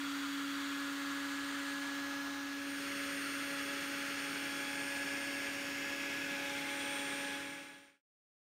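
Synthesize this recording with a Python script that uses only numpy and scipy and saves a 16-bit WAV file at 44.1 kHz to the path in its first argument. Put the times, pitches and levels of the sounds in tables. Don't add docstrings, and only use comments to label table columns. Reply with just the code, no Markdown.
import sys
import numpy as np
from scipy.fft import rfft, irfft, next_fast_len
from scipy.io import wavfile
from scipy.ndimage import map_coordinates

SR = 44100
rng = np.random.default_rng(int(sys.argv[2]) if len(sys.argv) > 2 else 0)


def waveform_to_disk(signal):
    frames = np.transpose(np.atleast_2d(signal))
    scaled = np.clip(frames, -1, 1) * 32767
    samples = np.round(scaled).astype(np.int16)
    wavfile.write(sys.argv[1], SR, samples)


N = 373522
T = np.arange(N) / SR
SHAFT_HZ = 280.33
SWELL_RATE = 2.8

# t/s, level/dB
SECOND_ORDER_RIDE = [(0, -66.5), (2.15, -56.5), (2.45, -62.0), (3.1, -52.5), (3.27, -61), (3.45, -53),
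                     (3.9, -53.5), (4.2, -58.0), (4.95, -55.5), (5.3, -52.5), (5.7, -55), (7.25, -52.5)]
THIRD_ORDER_RIDE = [(0, -70), (0.9, -69.5), (2.3, -59.5), (3.0, -74.5), (3.6, -61), (5.0, -57.5),
                    (5.3, -64.5), (6.2, -63.5), (6.5, -53), (7.25, -52.5)]
# multiple of the shaft speed, level beside the spindle/dB, level over the sheet/dB
SLOT_ORDERS = [(5, -65.5, -65), (18, -72.5, -74.5), (24, -80, -71), (51, -70, -78.5), (54, -77, -76),
               (55, -81.5, -78.5)]
# t/s, spot (0-4)
WALK = [(0, 0), (1.6, 0), (2.1, 1), (2.4, 1), (2.9, 2), (4.1, 2), (4.9, 3), (6.0, 3), (6.7, 4)]
# f/Hz, relative level/dB
CLOSE_COLOUR = [(400, -48.5), (650, -18.5), (860, -13), (1380, 0.5), (2380, -9.5), (2490, -10.5),
                (2710, -9), (3850, -9.5), (4490, -13.5), (4640, -8), (4870, -19), (6450, -17.5),
                (6720, -15.5), (8260, -22), (8770, -18.5), (9190, -23), (9400, -22), (11500, -55)]
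HOSE_COLOUR = [(400, -32), (650, -11), (900, -10), (1400, 0.5), (2000, -6.5), (2600, -8), (4200, -9),
               (4900, -13.5), (5400, -13), (6200, -13.5), (6900, -15.5), (7700, -23), (8900, -17.5),
               (11500, -49)]
FRONT_COLOUR = [(400, -46), (650, -15.5), (710, -18.5), (1030, -10.5), (1340, -0.5), (2660, -4),
                (3190, -8.5), (3510, -10), (3850, -15), (4420, -8.5), (4800, -13.0), (5680, -12.5),
                (5930, -18), (6370, -13), (7090, -16.5), (7370, -22), (9400, -20.5), (11500, -43)]
BACK_COLOUR = [(400, -29), (650, -9.5), (1070, -10), (1640, 0.5), (1870, -6), (2120, 1), (2600, -2),
               (2710, -4), (3380, -8), (4060, -16), (4570, -9.5), (4870, -13.5), (5430, -8), (6020, -16.5),
               (6810, -12.5), (7570, -20.5), (9400, -19), (11500, -48.5)]
SIDE_COLOUR = [(400, -42), (650, -19.5), (770, -13.5), (1380, -8), (1500, -2), (1970, -7.5), (2220, 0.0),
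               (2830, -8.5), (3380, -7.5), (4200, -15), (4570, -16), (4950, -18.5), (5680, -13),
               (6540, -21), (7190, -16), (7370, -21), (9400, -21.5), (11500, -40)]
SPOT_LEVELS = [-43.5, -44.6, -42.3, -42.5, -42]
# t/s, level/dB
BLADE_RIDE = [(0, -66), (0.45, -54.5), (1.9, -47), (2.9, -53), (3.2, -50), (4.0, -53), (5.05, -46.0),
              (5.6, -49.5), (6.2, -47.5), (6.7, -52), (7.25, -48.5)]
OCTAVE_RIDE = [(0, -56), (0.75, -57), (1.0, -68), (2.5, -74.5), (2.85, -59), (4.7, -57), (5.5, -76),
               (5.95, -56.5), (6.4, -61.5), (6.95, -52), (7.25, -61)]
# f/Hz, relative level/dB
WHISTLE_TONES = [(7713, -23.5), (7993, -26), (8273, -9.5), (8741, -10), (8834, 4.5), (9270, -22),
                 (9675, -22)]
RACE_TONES = [(2716.5, 0.5), (3278, -3.5), (5434, -13)]
# t/s, level/dB
WHISTLE_RIDE = [(0, -74), (0.8, -77.0), (1.7, -63.5), (2.0, -72), (2.42, -77.5), (2.7, -60.5),
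                (3.15, -56.5), (4.0, -59.5), (4.8, -56.5), (5.5, -59.5), (5.85, -72), (6.3, -68.5),
                (6.95, -52.5), (7.25, -57)]
# f/Hz, relative level/dB
SUCTION_COLOUR = [(40, -34.5), (85, -7), (130, -7), (165, -0.5), (240, 2), (400, 2.5), (560, -4),
                  (650, -5.5), (900, -37)]
DUST_COLOUR = [(8500, -37.5), (9400, -4.5), (9900, -1.5), (10450, -0.5), (11100, 3.5), (12000, 3),
               (13800, -0.5), (15700, -3.5)]
# t/s, level/dB
RING_RIDE = [(4.6, -67.5), (5.3, -69), (5.8, -53), (6.0, -50.5), (6.45, -53), (6.7, -69)]
# t/s, delay/ms
SHEET_DELAY = [(0.5, 0.89), (1.3, 0.95), (2.3, 0.96), (3.0, 1.45), (4.1, 1.4), (4.8, 1.18), (5.5, 1.06),
               (6.1, 1), (6.7, 1.53)]
# f/Hz, relative level/dB
WORKSHOP_COLOUR = [(25, -28.5), (38, -21.5), (48, -2), (58, -7), (85, -0.5), (110, -1), (150, -4),
                   (300, -27)]


def shaft_hum(angle, over_sheet, start_db=-41.5, retreat_db=-7, retreat_s=5.5):
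    fundamental_db = start_db + retreat_db * ramp(0, retreat_s)
    hum = amp(fundamental_db) * tone(angle, rough=0.001, width_hz=8)
    hum += amp(curve(SECOND_ORDER_RIDE)) * tone(2 * angle, rough=0.059, width_hz=13)
    hum += amp(curve(THIRD_ORDER_RIDE)) * tone(3 * angle, rough=0.014, width_hz=12)
    for multiple, beside_db, over_db in SLOT_ORDERS:
        swell_db = 0.5 * wobble(SWELL_RATE)
        level_db = beside_db + over_sheet * (over_db - beside_db) + swell_db
        hum += amp(level_db) * tone(multiple * angle, rough=0.12, width_hz=18)
    return hum


def shaft_buzz(angle, tenth_order_db=-76, db_per_decade=-14, swell_db=2):
    buzz = np.zeros(N)
    for multiple in range(4, 34):
        level_db = tenth_order_db + db_per_decade * np.log10(multiple / 10)
        gain = amp(level_db + swell_db * wobble(SWELL_RATE))
        buzz += gain * np.sin(multiple * angle + 2 * np.pi * rng.random())
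    return buzz


def fan_rush(angle):
    colours = [CLOSE_COLOUR, HOSE_COLOUR, FRONT_COLOUR, BACK_COLOUR, SIDE_COLOUR]
    position = curve(WALK)
    rush = np.zeros(N)
    for spot, (level_db, colour) in enumerate(zip(SPOT_LEVELS, colours)):
        crossfade = np.sqrt(np.clip(1 - np.abs(position - spot), 0, 1))
        rush += crossfade * amp(level_db) * noise(colour)
    pulsing = 1 + 0.043 * np.cos(angle)
    flutter = amp(0.39 * wobble(60))
    return flutter * pulsing * rush


def fan_whine(angle, over_sheet, blades=6, rough_beside=0.07, rough_over=0.13):
    blade_phase = blades * angle
    rough = rough_beside + over_sheet * (rough_over - rough_beside)
    note = amp(curve(BLADE_RIDE)) * tone(blade_phase, rough=rough, width_hz=46)
    octave = amp(curve(OCTAVE_RIDE)) * tone(2 * blade_phase, rough=0.39, width_hz=45)
    return note + octave


def bearings(over_sheet, whistle_trim_db=-4, race_db=-70, race_lift_db=9):
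    whistle = sum(amp(db) * tone(phase_at(hz), rough=0.02, width_hz=9.6) for hz, db in WHISTLE_TONES)
    race = sum(amp(db) * tone(phase_at(hz), rough=0.17, width_hz=10) for hz, db in RACE_TONES)
    whistle *= amp(curve(WHISTLE_RIDE) + whistle_trim_db)
    race *= amp(race_db + race_lift_db * over_sheet)
    return whistle + race


def dust_extractor(over_sheet, motor_hz=318.7):
    rumble_db = -60.5 + 0.48 * T + 4.3 * over_sheet
    motor_db = -76.5 + 2.5 * T
    hiss_db = -61.5 - 0.67 * T + 5.9 * over_sheet
    rumble = amp(rumble_db) * noise(SUCTION_COLOUR)
    motor = amp(motor_db) * tone(phase_at(motor_hz), rough=0.1, width_hz=4)
    hiss = amp(hiss_db + 0.25 * wobble(40)) * noise(DUST_COLOUR)
    return rumble + motor + hiss


def hollow_ring(ring_hz=2570):
    return amp(curve(RING_RIDE)) * tone(phase_at(ring_hz), rough=1, width_hz=90)


def sheet_bounce(air, reflection=0.1):
    delay_samples = curve(SHEET_DELAY) * SR / 1000
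    return air + reflection * map_coordinates(air, [np.arange(N) - delay_samples])


def wall_echoes(air, count=10, strength=0.05, earliest_s=0.002, latest_s=0.014):
    delays = np.round(SR * rng.uniform(earliest_s, latest_s, count)).astype(int)
    echoes = sum(np.pad(air, (delay, 0))[:N] for delay in delays)
    return (air + strength * echoes) / np.sqrt(1 + count * strength ** 2)


def workshop(level_db=-70):
    return amp(level_db) * noise(WORKSHOP_COLOUR)


def tone(phase, rough, width_hz):
    knots = rng.standard_normal(4096) + 1j * rng.standard_normal(4096)
    skirt = unit(np.interp(2 * width_hz * T, np.arange(len(knots)), knots))
    core = np.sqrt(1 - rough) * np.exp(2j * np.pi * rng.random())
    envelope = core + np.sqrt(rough) * skirt
    return np.sqrt(2) * (envelope.real * np.cos(phase) + envelope.imag * np.sin(phase))


def noise(colour):
    points_hz, points_db = np.transpose(colour)
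    white = rng.standard_normal(N)
    return unit(filtered(white, lambda hz: amp(np.interp(np.log(hz + 1), np.log(points_hz), points_db))))


def filtered(x, response):
    size = next_fast_len(N + 8192)
    return irfft(rfft(x, size) * response(np.fft.rfftfreq(size, 1 / SR)), size)[:N]


def wobble(rate):
    return map_coordinates(rng.standard_normal(int(N * rate / SR) + 4), [T * rate])


def curve(points):
    times, values = np.transpose(points)
    return np.interp(T, times, values)


def ramp(start_s, length_s):
    return np.clip((T - start_s) / length_s, 0, 1)


def phase_at(hz):
    return 2 * np.pi * hz * T


def amp(db):
    return 10 ** (np.asarray(db) / 20)


def unit(x):
    return x / np.sqrt(np.mean(np.abs(x) ** 2) + 1e-20)


def scene(dip_db=-2.5, dip_at_s=2.61, dip_half_width_s=0.28):
    angle = phase_at(SHAFT_HZ)
    over_sheet = ramp(start_s=2.37, length_s=0.4)
    air = fan_rush(angle) + dust_extractor(over_sheet)
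    air = wall_echoes(sheet_bounce(air))
    air *= amp(dip_db * np.exp(-((T - dip_at_s) / dip_half_width_s) ** 2))
    air += hollow_ring()
    room_tone = workshop()
    shaft = shaft_hum(angle, over_sheet) + shaft_buzz(angle)
    mono = shaft + fan_whine(angle, over_sheet) + bearings(over_sheet) + air + room_tone
    return np.array([mono, mono])


def record(dry, fade_start_s=7.25, fade_end_s=8.021, fade_power=1.59, high_cut_hz=15720):
    fade = np.clip((fade_end_s - T) / (fade_end_s - fade_start_s), 0, 1) ** fade_power
    return np.array([filtered(fade * channel, lambda hz: hz < high_cut_hz) for channel in dry])


dry = scene()
out = record(dry)
waveform_to_disk(out)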